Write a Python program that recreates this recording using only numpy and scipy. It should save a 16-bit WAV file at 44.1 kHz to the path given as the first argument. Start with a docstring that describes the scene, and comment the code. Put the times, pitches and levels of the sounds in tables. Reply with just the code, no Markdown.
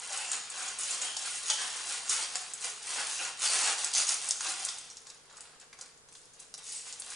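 """Over still room air and a faint hum, foil is peeled off a chocolate bar and crumpled by hand at a table.
Tiny creases buckle, the wider sheet flexes under them, loose flaps buzz and single ridges snap.
The crumpling is hardest around 3.5 to 4 s; from 5 s the foil is only fingered lightly, then it stirs
again just before the end. A small, fairly live room answers throughout, heard in narrow stereo
from a few steps away."""
import sys
import numpy as np
from scipy import signal
from scipy.fft import rfft, irfft
from scipy.io import wavfile
from scipy.ndimage import uniform_filter1d

SR = 44100
rng = np.random.default_rng(int(sys.argv[2]) if len(sys.argv) > 2 else 0)


def dump(signal):
    """Clip the signal to [-1, 1] and save it as 16-bit WAV at the path in sys.argv[1]."""
    limited = np.clip(np.atleast_2d(signal).T, -1, 1)
    pcm = np.round(limited * 32767).astype(np.int16)
    wavfile.write(sys.argv[1], SR, pcm)


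N = 315315
TIME = np.arange(N) / SR

# tone of the still air: freq_hz, gain_db
AIR_COLOUR = [(25, 2), (100, 1), (150, 2), (200, 0), (350, 0), (460, 9), (600, 1), (1400, 0), (2500, -9),
              (10000, -8.5)]
# stereo width of the air, side against mid: freq_hz, side_db
AIR_SPREAD = [(60, -7), (130, 4), (300, -10), (700, -6.5), (2500, 3.5), (10000, 8.5)]
# partials of the electrical hum: pitch_hz, level_db
HUM_PARTIALS = [(150.5, -82), (251, -84.5)]

# All foil levels and offsets are pre-fader: each layer is trimmed in its own function.
# the light grip that keeps the creases stirring between squeezes: time_s, level_db
GRIP_LEVELS = [(0.0, -43.5), (0.3, -47.5), (0.45, -55), (0.6, -50), (1.2, -55.5), (2.2, -51), (2.55, -50),
               (3.4, -56.5), (4.3, -50), (4.75, -52), (5.2, -72), (6.0, -79), (6.5, -68), (6.7, -65.5),
               (7.15, -55)]
# squeezes and pulls of the fingers: peak_s, crease_db, build_up_s, let_go_s, sheet_offset_db
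FINGER_SQUEEZES = [(0.145, -40, 0.052, 0.18, -5.5), (0.342, -40, 0.076, 0.068, -4.5),
                   (0.62, -41, 0.16, 0.164, -4), (0.811, -36, 0.04, 0.098, -14),
                   (0.911, -36, 0.084, 0.097, -10), (1.039, -41, 0.1, 0.12, -4.5),
                   (1.267, -38.5, 0.14, 0.11, -9), (1.365, -38.5, 0.065, 0.04, -13),
                   (1.509, -35.5, 0.12, 0.07, -10.5), (1.608, -37.5, 0.044, 0.11, -6),
                   (1.766, -41, 0.12, 0.186, -8.5), (1.909, -37.5, 0.078, 0.14, -8.5),
                   (2.115, -31, 0.025, 0.06, -10.5), (2.22, -36.5, 0.24, 0.06, -6.5),
                   (2.365, -44, 0.08, 0.1, -6.5), (2.66, -38, 0.076, 0.076, -9),
                   (2.919, -38, 0.11, 0.13, -7.5), (2.997, -37, 0.067, 0.089, -3.5),
                   (3.118, -37, 0.12, 0.14, -11.5), (3.228, -39, 0.067, 0.12, -3.5),
                   (3.462, -29, 0.08, 0.029, -10.5), (3.541, -30, 0.087, 0.1, -9.5),
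                   (3.681, -30.5, 0.16, 0.082, -6), (3.789, -37, 0.024, 0.22, -9),
                   (3.987, -29, 0.055, 0.083, -11), (4.096, -31.5, 0.037, 0.1, -12),
                   (4.245, -40, 0.06, 0.15, -11.5), (4.47, -35.5, 0.08, 0.11, -7),
                   (4.65, -41.5, 0.26, 0.11, -9), (5.069, -58.5, 0.022, 0.17, -2.5),
                   (5.41, -60.5, 0.2, 0.22, 2), (5.616, -57, 0.026, 0.034, -1.5),
                   (5.736, -64, 0.02, 0.039, 1), (5.826, -57, 0.065, 0.097, -1.5),
                   (6.135, -57, 0.038, 0.18, -17.5), (6.421, -54, 0.1, 0.058, -12.5),
                   (6.595, -55.5, 0.02, 0.038, -0.5), (6.721, -41, 0.12, 0.14, -20),
                   (6.875, -45, 0.043, 0.076, -10), (7.125, -44.5, 0.12, 0.106, -10)]
# tone of fine creases, middle-sized facets and the whole sheet: freq_hz, gain_db
CREASE_COLOUR = [(200, -66), (2500, -22.5), (4000, -7.5), (5000, -1), (6000, 1.5), (7000, 4), (8200, 1.5),
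                 (9200, 4), (10200, -0.5)]
FACET_COLOUR = [(200, -50), (1200, -34.5), (1800, -4), (2300, -2.5), (2800, 0.5), (3250, 0.5), (3700, -1),
                (4600, 0), (5500, -5), (8000, -24)]
SHEET_COLOUR = [(60, -44), (200, -19.5), (300, -15.5), (400, -9.5), (530, -6), (620, -7.5), (720, 0.5),
                (860, 2), (1020, 0), (1250, 1.5), (1650, 0), (1850, -3), (2400, -8.5), (4500, -36.5)]
# loose flaps buzzing: start_s, pitch_hz, level_db, length_s
FLAP_BUZZES = [(0.083, 820, -46, 0.21), (0.19, 2700, -46, 0.14), (0.272, 7000, -37.5, 0.059),
               (0.983, 3140, -44, 0.2), (1.497, 3080, -39.5, 0.093), (1.493, 908, -45.5, 0.028),
               (1.577, 1710, -37, 0.045), (2.22, 4800, -39, 0.031), (2.33, 757, -50.5, 0.11),
               (2.63, 436, -57.5, 0.13), (2.973, 1470, -42, 0.065), (3.186, 2690, -39.5, 0.057),
               (3.436, 3220, -38, 0.05), (3.455, 4600, -36, 0.062), (3.52, 2240, -43, 0.05),
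               (3.599, 829, -45, 0.24), (3.927, 4680, -37, 0.14), (3.935, 6200, -31, 0.11),
               (4.448, 782, -54.5, 0.36), (4.456, 328, -63.5, 0.18), (4.897, 5800, -48, 0.031),
               (5.411, 8340, -48, 0.017), (5.726, 2165, -49, 0.017), (6.75, 8060, -39, 0.046)]
# ridges snapping: start_s, level_db, ring_hz, push_offset_db, decay_ms
RIDGE_SNAPS = [(0.1004, -45, 6740, 2, 6.4), (0.1736, -31.5, 7900, -16, 2.6), (0.3152, -26, 7160, -9, 2.5),
               (0.3313, -25.5, 7200, -1, 1.04), (0.5, -35, 7600, -25, 2.3), (0.6798, -34, 6900, -27, 2.2),
               (0.787, -28, 9900, -15, 2.2), (1.0145, -30, 6900, -4.5, 3.9), (1.0453, -34.5, 8500, -8, 4.4),
               (1.167, -27.5, 6400, -5, 1.7), (1.499, -23.5, 6450, -1.5, 2.8),
               (2.0926, -27, 6900, -23, 7.2), (2.3554, -23.5, 7700, 0.5, 0.99),
               (2.5355, -31.5, 7900, -24, 2.2), (2.643, -33.5, 6940, -1, 3.1),
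               (2.8196, -47.5, 6200, -25, 4.9), (3.419, -38, 7200, 4, 3.9), (3.8447, -24, 6900, -9, 1.35),
               (3.937, -25.5, 6250, -15, 1.2), (3.95, -25, 6100, -25, 2), (3.9807, -24.5, 5860, -19, 1.2),
               (4.0682, -31.5, 6350, -10, 2.3), (4.0882, -27, 6860, -19, 5), (4.287, -28.5, 8100, -25, 3.4),
               (4.3084, -19, 6560, -14, 1.2), (4.4066, -33, 7060, 1, 3), (4.6503, -23.5, 7960, -29, 0.82),
               (4.6859, -32, 5700, -8, 3.8), (4.784, -39, 8350, -13, 2.9), (4.901, -41, 6100, -22, 1.2),
               (4.969, -40, 5740, -19, 1.6), (5.068, -48, 6300, -1, 4.3), (5.1, -44, 6000, -22, 2.9),
               (5.299, -55, 4900, -20, 3.4), (5.368, -48, 6740, -19, 3.2), (5.407, -36.5, 7640, -25, 0.95),
               (5.6, -48, 7550, -13, 1.7), (5.6132, -45.5, 6960, 1, 0.78), (5.7291, -46.5, 5100, 1, 1.4),
               (5.789, -46, 6700, -1, 1.1), (5.811, -38, 6600, -19, 2.2), (5.975, -53, 7340, -19, 1.3),
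               (6.0864, -52.5, 6150, 0, 2.3), (6.1243, -52, 7800, -12, 1.4), (6.151, -48.5, 6100, -4, 3.5),
               (6.3344, -54, 7200, -21, 4.8), (6.3984, -47, 7050, -21, 4.4),
               (6.5404, -32.5, 6200, -4.5, 0.91), (6.578, -40, 8850, -2, 1.2),
               (6.926, -32.5, 6800, -27, 0.88), (6.997, -36, 9150, -21, 3.6),
               (7.0205, -37.5, 5070, -3, 0.96)]
# tone of a snap's push on the sheet: freq_hz, gain_db
PUSH_COLOUR = [(60, -46), (250, -43), (700, -0.5), (2200, -5.5), (4000, -4), (10000, -11)]

# reverb time of the room: freq_hz, t60_s
ROOM_DECAY = [(200, 0.9), (1000, 0.67), (3500, 1), (7000, 0.6), (10500, 0.56)]
# stereo width of the reverb, side against mid: freq_hz, side_db
ROOM_SPREAD = [(100, -14), (330, -41), (610, -20), (1080, -12), (1900, -5.5), (2800, -4.5), (4200, -2.5),
               (5000, -12.5), (7000, -13.5), (10200, -11.5)]
# how far the hands hide the foil, ducking its direct sound: time_s, duck_db
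HAND_COVER = [(0, 0.5), (0.6, 3), (1.1, 3.5), (1.6, 4), (1.9, 0.5), (2.15, 1.5), (2.8, 1), (4.0, -1),
              (4.7, 0.5), (6.5, 1.5), (6.85, 4), (7.15, -1.5)]


def amp(db):
    """Decibels to gain."""
    return 10 ** (np.asarray(db) / 20)


def unit_rms(x):
    """Scales to an rms of one."""
    return x / np.sqrt(np.mean(x ** 2) + 1e-20)


def curve_at(points, hz):
    """Reads a curve of (freq_hz, value) on a log-frequency axis."""
    freq_hz, value = np.transpose(points)
    return np.interp(np.log(hz + 1), np.log(freq_hz), value)


def add(mix, start_s, sound):
    """Mixes a sound in at its start time."""
    part = mix[max(round(start_s * SR), 0):][:len(sound)]
    part += sound[:len(part)]


def coloured(x, colour, size=2048):
    """Minimum-phase EQ; white noise keeps its power."""
    log_gain = np.log(amp(curve_at(colour, abs(np.fft.fftfreq(size, 1 / SR)))))
    taps = np.fft.ifft(np.exp(np.conj(signal.hilbert(log_gain)))).real
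    return signal.oaconvolve(x, taps / np.linalg.norm(taps))[:len(x)]


def stereo(mid, side, spread):
    """Left and right from a mid and an EQ'd side signal."""
    side_gain = amp(curve_at(spread, np.fft.rfftfreq(len(side), 1 / SR)))
    side = irfft(rfft(side) * side_gain, len(side))
    return np.array([mid + side, mid - side])


def still_air(mid_db=-63):
    """A steady bed of room tone with a faint electrical hum."""
    mid, side = (coloured(noise, AIR_COLOUR) for noise in rng.standard_normal((2, N)))
    hum = sum(amp(db) * np.sqrt(2) * np.sin(2 * np.pi * (hz * TIME + rng.random()))
              for hz, db in HUM_PARTIALS)
    return amp(mid_db) * stereo(mid, side, AIR_SPREAD) + hum


def handling(grip_sheet_db=-6, edge_drop_db=18.5):
    """Each squeeze swells and eases off in a bell over the grip; gives crease and sheet envelopes."""
    crease_power = amp(np.interp(TIME, *np.transpose(GRIP_LEVELS))) ** 2
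    sheet_power = crease_power * amp(grip_sheet_db) ** 2
    for peak_s, crease_db, build_up_s, let_go_s, sheet_offset_db in FINGER_SQUEEZES:
        # 0 at the peak, 1 at the edges, where the build-up starts and the let-go ends
        from_peak = abs(TIME - peak_s) / np.where(TIME < peak_s, build_up_s, let_go_s)
        power = amp(crease_db - edge_drop_db * np.minimum(from_peak, 2) ** 2) ** 2
        crease_power += power
        sheet_power += power * amp(sheet_offset_db) ** 2
    return np.sqrt(crease_power), np.sqrt(sheet_power)


def buckling(envelope, colour, base_per_s, unevenness, ring_ms, patches=90, size=384):
    """A swarm of buckles of uneven size; each rings one of many small patches of foil."""
    # harder handling sets off more buckles as well as larger ones
    chance = base_per_s * unit_rms(envelope) ** .75 / SR
    fires = rng.random(N) < chance
    clicks = fires * (1 + unevenness * np.minimum(rng.exponential(1, N), 3.7) ** 2)
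    # the work done in each moment is shared among its buckles
    power = uniform_filter1d(uniform_filter1d(clicks ** 2, size=1400), size=700)
    clicks = clicks * envelope / np.sqrt(abs(power) + chance)
    patch = rng.integers(0, patches, N)
    rings = rng.standard_normal((patches, size)) * np.exp(-np.arange(size) / (SR * ring_ms / 1000))
    rings /= np.linalg.norm(rings, axis=1, keepdims=True)
    swarm = np.zeros(N)
    for at in np.flatnonzero(clicks):
        add(swarm, at / SR, clicks[at] * rings[patch[at]])
    return coloured(swarm, colour)


def crinkle():
    """Fine creases fizz, wider facets crackle, the whole sheet rustles lower and softer."""
    crease_env, sheet_env = handling()
    facet_env = np.sqrt(crease_env * sheet_env)
    creases = buckling(crease_env, CREASE_COLOUR, base_per_s=1400, unevenness=0.3, ring_ms=0.5)
    facets = buckling(facet_env, FACET_COLOUR, base_per_s=2200, unevenness=0.17, ring_ms=0.86)
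    sheet = buckling(sheet_env, SHEET_COLOUR, base_per_s=1700, unevenness=0.35, ring_ms=1.24)
    return amp(3.5) * creases + amp(-1.57) * facets + amp(-2) * sheet


def ringing(x, ring_hz, width_hz):
    """Rings a sound through one steep-sided resonance of the foil; rms one."""
    hz = np.geomspace(100, 14000, num=400)
    resonance_db = -20 * np.log10(1 + ((hz - ring_hz ** 2 / hz) / width_hz) ** 2)
    colour = np.transpose([hz, np.maximum(resonance_db, -70)])
    return unit_rms(coloured(x, colour))


def flaps(slips_per_s=1100, sharpness=7):
    """Slips along a fold keep a loose flap buzzing at its own pitch; it swells quickly and fades."""
    out = np.zeros(N)
    slips = rng.standard_normal(N) * (rng.random(N) < slips_per_s / SR)
    for start_s, pitch_hz, level_db, length_s in FLAP_BUZZES:
        run = slips[round(start_s * SR):][:round(length_s * SR)]
        swell = np.sin(np.pi * np.sqrt(np.linspace(0, 1, len(run))))
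        add(out, start_s, amp(level_db) * swell * ringing(run, pitch_hz, pitch_hz / sharpness))
    return amp(-3) * out


def snaps(ring_width_hz=4200, rise_share=0.38, size=1024):
    """A ridge gives way in a quick run of slips, ringing one patch and pushing the sheet around it."""
    out = np.zeros(N)
    ms = np.arange(size) * 1000 / SR
    for start_s, level_db, ring_hz, push_offset_db, decay_ms in RIDGE_SNAPS:
        # a long run of slips also has a slower attack
        swell = (1 - np.exp(-ms / (rise_share * decay_ms))) * np.exp(-ms / decay_ms)
        ring_slips, push_slips = rng.standard_normal((2, size)) * swell
        ring = ringing(ring_slips, ring_hz, ring_width_hz)
        push = unit_rms(coloured(push_slips, PUSH_COLOUR))
        gain = amp(level_db) * np.sqrt(decay_ms / ms[-1])
        add(out, start_s, gain * (ring + amp(push_offset_db - 4) * push))
    return amp(2.5) * out


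def echoes(attack_ms=1.03, early_boost=2.6, early_ms=9, echoes_per_s=5000, size=22000):
    """One impulse response of the room: early echoes from table and walls, then a diffuse tail."""
    taps = rng.standard_normal((2, size)) * (rng.random((2, size)) < echoes_per_s / SR)
    hz, seconds, spectrum = signal.stft(taps, SR, nperseg=256)
    decay = amp(-60 * seconds / curve_at(ROOM_DECAY, hz)[:, None])
    _, tail = signal.istft(spectrum * decay, SR, nperseg=256)
    ms = np.arange(tail.shape[1]) * 1000 / SR
    tail = tail * np.minimum(ms / attack_ms, 1) * (1 + early_boost * np.exp(-ms / early_ms))
    mid, side = tail / np.linalg.norm(tail, axis=1, keepdims=True)
    return stereo(mid, side, ROOM_SPREAD)


def room(foil, base_send_db=-1, path_count=14, size=4096):
    """The foil keeps turning, so each moment's sound takes other paths round the room."""
    # hidden by the hands, the foil is heard more by way of the walls
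    duck_db = np.interp(TIME, *np.transpose(HAND_COVER))
    send = foil * amp(base_send_db + 0.67 * duck_db)
    out = np.array([foil, foil]) * amp(-duck_db)
    paths = [echoes() for _ in range(path_count)]
    crossfade = np.sqrt(signal.get_window("hann", size))
    for k, at in enumerate(range(0, N, size // 2)):
        grain = send[at:at + size] * crossfade[:N - at]
        reverb = signal.fftconvolve(grain[None], paths[k % path_count], axes=1)
        for channel, wet in zip(out, reverb):
            add(channel, at / SR, wet)
    return out


def scene():
    """The foil sits over the room tone, panned a hair left of centre."""
    foil = crinkle() + snaps() + flaps()
    pan = amp([[.15], [-.15]])
    return room(foil) * pan + still_air()


def record(dry, cutoff_hz=10430):
    """A steep low-pass takes off the very top."""
    low_pass = signal.firwin(401, cutoff_hz, window=("kaiser", 7), fs=SR)
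    return signal.oaconvolve(dry, low_pass[None], "same")


dry = scene()
out = record(dry)
dump(out)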